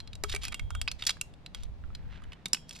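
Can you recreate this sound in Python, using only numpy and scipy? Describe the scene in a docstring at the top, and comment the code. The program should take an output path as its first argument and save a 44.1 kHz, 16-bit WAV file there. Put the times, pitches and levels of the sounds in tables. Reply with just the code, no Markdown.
"""Clipping a quickdraw on a rock face

A climber clips a quickdraw into a bolt hanger, close to a small camera with two microphone ports.
Hand-damped carabiners clack on steel and stone (short damped modes with a crack of noise), a free one
rings faintly and hollow knocks sound (dying sines), and metal and webbing scrape (noise grains).
Sparse echoes return from rock and body; lumpy low noise is light wind, over a quiet outdoor floor."""
import sys
import numpy as np
from scipy import signal
from scipy.fft import rfft, irfft
from scipy.io import wavfile
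from scipy.ndimage import uniform_filter1d

SR = 44100
rng = np.random.default_rng(int(sys.argv[2]) if len(sys.argv) > 2 else 0)


def volts_from_db(level):
    """Convert decibel levels to linear amplitude ratios."""
    exponent = np.asarray(level, float) / 20
    return 10 ** exponent


def master(y):
    """Save y as 16-bit WAV."""
    cut = np.clip(np.atleast_2d(y).T, -1, 1)
    pcm = np.round(cut * 32767)  # scale
    wavfile.write(sys.argv[1], SR, pcm.astype(np.int16))


N = 123480


def evened(x):
    """Scales a sound to an rms of one."""
    return x / np.sqrt(np.mean(x ** 2) + 1e-20)


def read(points, hz):
    """Reads a table of (frequency, value) along a logarithmic frequency axis."""
    f, value = np.transpose(points)
    return np.interp(np.log(hz + 1), np.log(f + 1), value)


def curve(rows, column):
    """Draws one table column as straight lines over the whole scene; times stand in column 0."""
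    rows = np.array(rows)
    return np.interp(np.arange(N) / SR, rows[:, 0], rows[:, column])


def add(mix, s, sound):
    """Adds a sound into the mix at s seconds, cut at the end of the mix."""
    part = mix[max(round(s * SR), 0):][:len(sound)]
    part += sound[:len(part)]


def struck(modes, length):
    """A struck body: a sum of sines, each dying at its own t60."""
    t = np.arange(0, length, 1 / SR)
    return sum(volts_from_db(db - 60 * t / t60) * np.sin(2 * np.pi * hz * t) for hz, db, t60 in modes)


def clack(peak_db, centre_hz, high_db):
    """A quick contact rings hand-damped modes, the struck spot longest, with a crack of noise."""
    # modes of the held metal: (frequency [Hz], level [dB])
    held = [(1240, -2.5), (1520, -4), (2250, -4), (2700, -2), (3380, -3), (3900, -3.5), (4700, 0.5),
            (5350, 2.5), (6400, 5.5), (7500, 5.5), (8200, 5.5), (9200, 0.5), (10900, 1.5), (12600, -7.5)]
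    hz, db = np.transpose(held)[:, :, None]
    t = np.arange(2000) / SR
    t60_s = 0.021  # at 5 kHz for the modes; higher ones die faster
    high_edge_hz = 5900  # where the highs reach high_db

    # tilt the modes away from the strongest region
    climb = np.minimum(np.log(hz / centre_hz) / np.log(high_edge_hz / centre_hz), 1)
    below = 8.0 * np.log2(hz / centre_hz)  # 8 dB per octave
    db = db + np.where(hz > centre_hz, high_db * climb ** 2, below)

    # every contact has slightly different mode levels, pitches and phases
    spread, detune, phase = rng.standard_normal((3, len(held), 1))
    mode_amp = volts_from_db(db + 2.0 * spread - 60 * t / t60_s * (hz / 5000) ** 0.3)
    ring = (mode_amp * np.sin(2 * np.pi * hz * (1 + 0.015 * detune) * t + phase)).sum(0)
    struck_spot = volts_from_db(2.5 - 60 * t / 0.04) * np.sin(2 * np.pi * centre_hz * t)
    ring = ring + struck_spot

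    # the crack is noise with the spectrum of the modes
    colour = volts_from_db(read(np.c_[hz, db], np.fft.rfftfreq(len(t), 1 / SR)))
    crack = evened(irfft(rfft(rng.standard_normal(len(t))) * colour)) * volts_from_db(-60 * t / t60_s)
    sound = ring / abs(ring).max() + volts_from_db(-5.5) * crack
    rise = np.minimum(t / 0.0002, 1)
    band = signal.butter(3, [650, 12500], "band", fs=SR, output="sos")
    return volts_from_db(peak_db) * signal.sosfilt(band, sound * rise)


def clacks():
    """Held carabiners clacking on steel and stone, one damped contact after another."""
    # contacts: (time [s], level [dB], strongest region [Hz], highs [dB re that region])
    contacts = [(0.0024, -31.5, 4110, -23), (0.0748, -40, 4120, -22.5), (0.1316, -36, 3810, -19.5),
                (0.1533, -37, 3840, -12.5), (0.237, -18.5, 2250, -8.5), (0.244, -29.5, 1295, -37),
                (0.2962, -28, 3620, -12), (0.3384, -31.5, 1910, -17), (0.3486, -23.5, 2340, -8.5),
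                (0.3617, -25, 2310, -13), (0.4341, -28.5, 3130, -14), (0.4394, -28.5, 2350, -9),
                (0.4516, -22.5, 2546, -11), (0.4818, -28.5, 2470, -9), (0.523, -36, 1240, -7.5),
                (0.5435, -23, 2785, -12), (0.595, -30, 2180, -18), (0.7052, -33, 1400, -15),
                (0.7501, -28.5, 1437, -17), (0.8145, -21, 3280, -11), (0.8769, -21, 2537, -28),
                (0.8825, -23, 4930, -51), (0.9149, -23, 4280, -14), (1.023, -24.5, 3650, -25),
                (1.0369, -30, 3300, -21.5), (1.051, -35, 3420, -10), (1.067, -17, 4620, -11),
                (1.0939, -14, 4080, -17), (1.1053, -22.5, 3340, -12), (1.1688, -46.5, 1640, -21.5),
                (1.2121, -18, 2750, -3), (1.338, -48, 3520, -17), (1.4616, -32.5, 4040, -22),
                (1.547, -29, 3270, -14), (1.634, -36, 3800, -10), (1.838, -45.5, 1390, -38),
                (1.9026, -48, 1290, -52), (1.95, -32, 4060, -19), (2.22, -50, 1240, -23),
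                (2.238, -46.5, 3020, -17), (2.3206, -39, 2900, -29), (2.3313, -37.5, 3030, -24.5),
                (2.4573, -19.5, 3676, -15.5), (2.483, -42, 4500, 0), (2.5321, -10, 5295, -10),
                (2.5462, -21.5, 2920, -12), (2.569, -37.5, 2600, -35), (2.693, -33.5, 5440, -9),
                (2.7093, -34.5, 3350, -13), (2.732, -43, 5470, -5), (2.7513, -44.5, 3830, -23.5),
                (2.762, -37, 2500, -8)]
    out = np.zeros(N)
    for s, peak_db, centre_hz, high_db in contacts:
        add(out, s, clack(peak_db, centre_hz, high_db))
    return out


def free_rings():
    """A freely hanging carabiner rings its long modes until it is touched."""
    # modes of the free carabiner: (frequency [Hz], level [dB], t60 [s])
    free = [(3250, 0, .9), (3428, -13, .5), (3662, -10, .4), (7294, -18, .45), (9480, -18, .35)]
    # strikes: (time [s], level [dB], time until touched [s])
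    strikes = [(.004, -66, 0.11), (0.241, -57, 0.19), (0.419, -50, 0.11), (0.542, -53.5, 0.04),
               (0.594, -60, 0.18), (0.704, -54, 0.064), (.755, -50, 0.044), (2.55, -60.5, 0.27)]
    out = np.zeros(N)
    for s, db, length in strikes:
        ring = struck(free, length + 0.012)
        touch = np.minimum(np.arange(len(ring))[::-1] / 440, 1)  # fades over the last 10 ms
        add(out, s, volts_from_db(db) * ring * touch)
    return out


def knocks():
    """Hollow knocks: two low modes, lowered in pitch for some of the blows."""
    # blows: (time [s], level [dB], pitch [share of the mode frequencies])
    blows = [(.238, -32.5, 1), (0.342, -36, 1), (2.459, -40, 0.44), (2.536, -41.5, 0.62)]
    # modes at a share of 1: (frequency [Hz], level [dB], t60 [s])
    hollow = [(410.6, -0.5, 0.087), (630, 2, 0.015)]
    out = np.zeros(N)
    for s, db, share in blows:
        add(out, s, volts_from_db(db) * struck(np.multiply(hollow, [share, 1, 1]), 0.2))
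    return out


def scrape():
    """Dense grit of uneven size under each stroke of metal or webbing."""
    # strokes: (start [s], length [s], level before the swell [dB], centre frequency [Hz])
    strokes = [(0.283, 0.038, -45, 3670), (0.314, 0.024, -39.5, 3720), (0.409, 0.077, -44.5, 3430),
               (0.517, 0.018, -41.5, 2400), (0.983, 0.069, -49.5, 3440), (1.065, 0.018, -26.5, 4900),
               (1.079, 0.038, -34, 3660), (1.532, 0.14, -60.5, 3300), (1.877, 0.6, -65, 1600),
               (2.098, 0.094, -63.5, 2700), (2.67, 0.19, -54.5, 4340)]
    grains_per_s, grain_decay_s = 300, 0.0012
    sizes = volts_from_db(3.6 * np.minimum(rng.exponential(1, N), 3))  # at most 10.8 dB
    grains = sizes * (rng.random(N) < grains_per_s / SR)
    bursts = signal.lfilter([1], [1, -np.exp(-1 / (grain_decay_s * SR))], grains)
    spectrum = rfft(rng.standard_normal(N) * (1 + bursts))
    hz = np.fft.rfftfreq(N, 1 / SR)

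    out = np.zeros(N)
    for s, length, db, centre_hz in strokes:
        octaves = np.log2((hz + 1) / centre_hz)
        # dB per octave; above the centre the fall steepens
        slope = np.where(octaves > 0, -5.5 * (1 + octaves), 8.0)
        grit = evened(irfft(spectrum * volts_from_db(slope * octaves), N))
        grit = grit[round(s * SR):][:round(length * SR)]
        swell = abs(np.sin(np.pi * np.arange(len(grit)) / (length * SR))) ** 0.8
        add(out, s, volts_from_db(db) * grit * swell)
    return out


def ports(x):
    """The two ports hear a near source with a level and phase offset that depends on frequency."""
    # port balance: (frequency [Hz], left minus right [dB])
    balance = [(250, 1.5), (1200, -10.5), (3000, -4), (5000, 0.5), (12000, -4)]
    hz = np.fft.rfftfreq(N, 1 / SR)
    # left leads by up to 0.6 rad, then lags by 0.14 ms more above 3300 Hz, at most to -1.6 rad
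    lead = 0.6 * np.minimum(hz / 1500, 1) - 2 * np.pi * 0.00014 * np.maximum(hz - 3300, 0)
    lead = np.maximum(lead, -1.6)
    half = volts_from_db(read(balance, hz) / 2) * np.exp(0.5j * lead)  # half the offset for each port
    return irfft(rfft(x) * np.array([half, 1 / half]), N)


def rock(x):
    """Short scattered reflections from the rock face and the body, the treble dying sooner."""
    # echo decay: (frequency [Hz], t60 [s])
    decay = [(1500, 0.32), (10000, 0.21)]
    taps = np.zeros((2, 12000))
    at = np.arange(60, 11980, 20) + rng.integers(0, 20, (2, 596))  # one echo per 20 samples
    np.put_along_axis(taps, at, rng.choice([-1., 1.], at.shape), 1)
    hz, t, z = signal.stft(taps, SR, nperseg=128)
    fading = volts_from_db(-60 * t / read(decay, hz)[:, None])
    tail = signal.istft(z * fading, SR, nperseg=128)[1]
    tail = tail / np.linalg.norm(tail[0])
    return signal.fftconvolve(x[None], tail, axes=1)[:, :N]


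def pair(points, same):
    """Two noises of one spectrum; same is their likeness, from -1 opposed to 1 identical."""
    a, b = rfft(rng.standard_normal((2, N)))
    same = np.clip(same, -1, 1)
    both_ports = np.array([a, same * a + np.sqrt(1 - same ** 2) * b])
    colour = volts_from_db(read(points, np.fft.rfftfreq(N, 1 / SR)))
    return evened(irfft(both_ports * colour, N))


def wind():
    """Wind buffets the ports: lumpy low pressure noise, nearly unrelated at the two."""
    # wind strength: (time [s], level [dB])
    strength = [(0, -49), (.38, -36), (.56, -48.5), (.63, -32), (.78, -34), (1.0, -46.5), (1.3, -53),
                (1.52, -54), (1.6, -38.5), (1.76, -40), (2.08, -38), (2.16, -48), (2.29, -37.5),
                (2.37, -70.5)]
    # gust spectrum: (frequency [Hz], relative density [dB per Hz])
    gust = [(15, -2), (45, 2), (90, -3.5), (160, -19.5), (400, -67)]
    lumps = uniform_filter1d(rng.standard_normal((2, N)), 1800)  # smoothed twice over 41 ms
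    lumps = evened(uniform_filter1d(lumps, 1800))
    buffeting = evened(pair(gust, -0.2) * volts_from_db(3.0 * lumps))
    return volts_from_db(curve(strength, 1)) * buffeting


def outdoor_air():
    """The quiet outdoor floor: steady noise, more alike at the two ports in the bass."""
    # floor spectrum: (frequency [Hz], relative density [dB per Hz])
    floor = [(60, -9), (170, -9), (330, -22), (850, -25), (1100, -30), (4000, -39.5), (16000, -68)]
    # likeness of left and right: (frequency [Hz], likeness [-1 to 1])
    likeness = [(250, 0.71), (1500, 0.16)]
    return volts_from_db(-54) * pair(floor, read(likeness, np.fft.rfftfreq(N, 1 / SR)))


def scene():
    """The gear close to the ports, its echoes 20 dB down, the wind and the outdoor floor."""
    near = clacks() + free_rings() + knocks() + scrape()
    return ports(near) + volts_from_db(-20) * rock(near) + wind() + outdoor_air()


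def top_cut(x):
    """Nothing passes above the cut-off."""
    return signal.sosfilt(signal.butter(12, 16470, fs=SR, output="sos"), x)


def record(dry):
    """The camera keeps the two-port mix at its own level."""
    return top_cut(dry)


dry = scene()
out = record(dry)
master(out)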